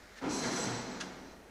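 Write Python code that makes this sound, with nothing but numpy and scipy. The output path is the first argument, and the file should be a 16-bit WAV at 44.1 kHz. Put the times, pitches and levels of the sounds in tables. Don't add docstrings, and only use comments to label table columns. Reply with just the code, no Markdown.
import sys
import numpy as np
from scipy import signal
from scipy.fft import rfft, irfft
from scipy.io import wavfile

SR = 44100
rng = np.random.default_rng(int(sys.argv[2]) if len(sys.argv) > 2 else 0)


def output_pcm(signal):
    pcm = np.clip(np.atleast_2d(signal).T, -1, 1) * 32767
    wavfile.write(sys.argv[1], SR, np.round(pcm).astype(np.int16))


N = 66150

SHOP_SPECTRUM = [(20, 5), (33, -7), (70, 7.5), (120, -2), (270, 4.5), (600, 1), (800, -1.5), (1200, -4.5),
                 (1500, -4), (1900, -4.5), (2400, -8.5), (3500, -14), (6000, -16), (9000, -19.5),
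                 (15000, -25.5)]
HUM_PARTIALS = [(48.4, -66), (603, -78.5), (1491, -81.5), (1900, -77)]
RUB_SPECTRUM = [(300, -19), (1500, -7), (2500, -4), (5800, -7.5), (8000, -16.5), (15000, -37)]
SQUEAK_MODES = [(1760, 65, 18)]
SCRAPE_ENVELOPE = [(.205, -74), (.222, -41), (.25, -36), (.32, -38.5), (.405, -39), (.455, -37.5),
                   (.52, -38), (.68, -38.5), (.8, -41.5), (.95, -46), (1.08, -47.5), (1.16, -51.5),
                   (1.33, -54.5), (1.5, -64.5)]
BODY_SPECTRUM = [(30, -24), (70, -17), (105, -13.5), (135, -3.5), (175, -3.5), (250, -1.5), (380, -4),
                 (520, -3), (590, -10.5), (700, -6.5), (950, -9), (1100, -10), (1450, -13.5), (1700, -16),
                 (3000, -22), (6000, -29.5), (9000, -40), (15000, -79)]
BODY_RESONANCES = [(186, 9.6, -2.5), (253.3, 34, 5.5), (367.3, 16, 5.5), (463, 13, 2), (645, 12, 4),
                   (670, 14, -2.5), (862, 7.8, 2.5), (893, 11, 7), (960, 9.1, 6.5), (1237, 12, 0),
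                   (1417, 23, 3), (1440, 25, -6), (2140, 20, 3.5)]
GRIT_ENVELOPE = [(.22, -60), (.3, -64), (.415, -53), (.445, -39), (.5, -47), (.57, -43.5), (.63, -47.5),
                 (.675, -46.5), (.76, -48.5), (.86, -54.5), (1.0, -51.5), (1.2, -60.5), (1.5, -91.5)]
GRIT_SPECTRUM = [(200, -17), (900, -8), (1500, 2.5), (2100, 1.5), (2700, -11), (4000, -5), (7000, -10.5),
                 (14000, -69)]
KNOCK_SPECTRUM = [(100, -20), (450, -13), (620, -26), (880, 6), (1120, -23), (1400, 6), (1700, -33),
                  (6000, -27), (15000, -63)]
GROAN_CONTOUR = [(.215, 265, -66), (.255, 270.2, -40.5), (.295, 306.7, -40), (.35, 252.4, -50),
                 (.43, 260.6, -62), (.505, 306.2, -40.5), (.55, 252, -45), (.61, 232.5, -46),
                 (.65, 200, -45), (.69, 200, -53), (.75, 192, -64)]
AIR_ENVELOPE = [(.2, -82), (.265, -81), (.295, -47), (.325, -41.5), (.41, -42.5), (.5, -44), (.58, -41.5),
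                (.68, -45), (.85, -53), (.99, -60), (1.17, -68.5), (1.32, -62.5), (1.36, -78), (1.5, -83)]
AIR_SPECTRUM = [(1000, -28), (2500, -7), (3800, -9.5), (5200, -3), (6200, 1), (7100, -6.5), (8000, -5),
                (8700, -14.5), (11000, -14), (12500, -27), (15500, -60)]
METAL_MODES = [(4040, 58, 16), (4152, 34, 17.7), (4392, 43, 7), (4950, 67, 6.5), (5570, 52, 8.6),
               (5710, 40, 7.7), (5947, 52, 10.6), (6270, 45, 5.3), (6450, 48, 8.7), (6840, 23, 10.4),
               (7690, 24, 14.3), (7835, 22, 12), (9130, 100, 7.9), (11200, 150, 5.2)]
BOOM_MODES = [(.29, 75, -52, .02, 0.3), (.435, 135, -48, 0.047, .25), (.66, 120.9, -39.5, 0.03, 0.62),
              (.95, 186.5, -50, 0.12, 0.42)]
WHISTLE_EVENTS = [(.335, .05, -52), (0.567, 0.11, -47.5), (0.682, 0.15, -54.5), (0.896, .06, -61.5)]
SPIT_SPECTRUM = [(300, -25), (900, -10), (1300, 2), (1900, -2.5), (2300, -10.5), (3000, 0), (4200, -4),
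                 (6200, -4), (8000, -13.5), (10000, -19), (15000, -49)]
VALVE_MODES = [(1220, 50, 6), (1390, 37, 6.5), (1655, 50, 12), (1920, 41, 4.1), (2650, 170, 5.5),
               (2900, 87, 5), (3290, 77, 6.5), (5770, 80, 5.5)]


def undb(db):
    return 10 ** (np.asarray(db) / 20)


def unit(x):
    return x / np.sqrt(np.mean(x ** 2))


def clock():
    return np.arange(N) / SR


def curve(rows, column=1):
    rows = np.array(rows, float)
    return np.interp(clock(), rows[:, 0], rows[:, column])


def noise():
    return rng.standard_normal(N)


def wander(cutoff_hz):
    f = np.arange(N // 2 + 1) * SR / N
    return unit(irfft(rfft(noise()) / (1 + (f / cutoff_hz) ** 4), N))


def shape(x, spectrum, modes=()):
    f = np.arange(N // 2 + 1) * SR / N + 1e-3
    points = np.array(spectrum, float)
    gain = undb(np.interp(np.log(f), np.log(points[:, 0]), points[:, 1]))
    power = 1 + sum(undb(db) ** 2 / (1 + (2 * (f - hz) / width) ** 2) for hz, width, db in modes)
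    return unit(irfft(rfft(x) * gain * np.sqrt(power), N))


def grains(spread_db, per_second=6000):
    hits = rng.random(N) < per_second / SR
    return hits * np.sign(noise()) * undb(spread_db * np.minimum(rng.exponential(size=N), 5))


def decay(start, rise, t60):
    age = clock() - start
    return np.clip(age / rise, 0, 1) * np.exp(-np.log(1000) * np.maximum(age - rise, 0) / t60)


def swell(start, length):
    progress = np.clip((clock() - start) / length, 0, 1)
    return np.sqrt(np.abs(np.sin(np.pi * progress)))


def tone(hz, jitter, jitter_hz):
    pitch = hz * (1 + jitter * wander(jitter_hz))
    return np.sqrt(2) * np.sin(2 * np.pi * np.cumsum(pitch) / SR)


def workshop():
    background = shape(noise(), SHOP_SPECTRUM) * undb(-58 + 0.36 * wander(2.8))
    hum = sum(undb(db) * tone(hz, jitter=0.0018, jitter_hz=8) for hz, db in HUM_PARTIALS)
    return background + hum


def rub():
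    return shape(noise(), RUB_SPECTRUM, SQUEAK_MODES) * undb(-52) * swell(start=0.159, length=0.045)


def slide():
    scrape = shape(grains(spread_db=1.5), BODY_SPECTRUM, BODY_RESONANCES)
    grit = shape(grains(spread_db=2), GRIT_SPECTRUM, BODY_RESONANCES)
    return scrape * undb(curve(SCRAPE_ENVELOPE)) + grit * undb(curve(GRIT_ENVELOPE))


def knock():
    return shape(noise(), KNOCK_SPECTRUM) * undb(-46) * decay(start=0.212, rise=0.005, t60=0.7)


def groan():
    t = clock()
    sliding = (t > GROAN_CONTOUR[0][0]) & (t < GROAN_CONTOUR[-1][0])
    oscillation = tone(curve(GROAN_CONTOUR), jitter=0.036, jitter_hz=58)
    roughness_db = 3 * wander(45)
    return oscillation * undb(curve(GROAN_CONTOUR, column=2) + roughness_db) * sliding


def air_hiss(full_flow_db=-42, dull_hz=6600):
    bright = shape(noise(), AIR_SPECTRUM, METAL_MODES)
    dull = unit(signal.sosfiltfilt(signal.butter(2, dull_hz, fs=SR, output="sos"), bright))
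    flow_db = curve(AIR_ENVELOPE)
    opening = np.minimum(undb(flow_db - full_flow_db), 1)
    flutter_db = 0.7 * wander(30)
    return (opening * bright + (1 - opening) * dull) * undb(flow_db + flutter_db)


def booms():
    return sum(tone(hz, jitter=0.023, jitter_hz=30) * undb(db + 0.89 * wander(29))
               * decay(start, rise, t60) for start, hz, db, rise, t60 in BOOM_MODES)


def whistle(hz=7716):
    envelope = sum(undb(db) * swell(start, length) for start, length, db in WHISTLE_EVENTS)
    return tone(hz, jitter=0.001, jitter_hz=81) * envelope * undb(1.17 * wander(40))


def valve_spit(start=1.0, rise=0.012):
    burst = shape(noise(), SPIT_SPECTRUM, VALVE_MODES) * undb(-35) * decay(start, rise, t60=0.085)
    tail = shape(noise(), SPIT_SPECTRUM) * undb(-52) * decay(start + rise, rise, t60=0.49)
    return burst + tail


def room(x, wet_db=-8, damping_hz=5800):
    damping = signal.butter(1, damping_hz, fs=SR, output="sos")
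    response = signal.sosfilt(damping, noise() * decay(start=0.0058, rise=0.0075, t60=0.72))
    response /= np.sqrt(2 * np.sum(response ** 2))
    return x + undb(wet_db) * signal.fftconvolve(x, response)[:N]


def scene():
    reverberant = room(rub() + knock() + slide() + air_hiss() + whistle())
    return (reverberant + groan() + booms() + valve_spit() + workshop())[None]


def record(dry):
    return signal.sosfilt(signal.ellip(10, 0.1, 80, 15450, fs=SR, output="sos"), dry)


dry = scene()
out = record(dry)
output_pcm(out)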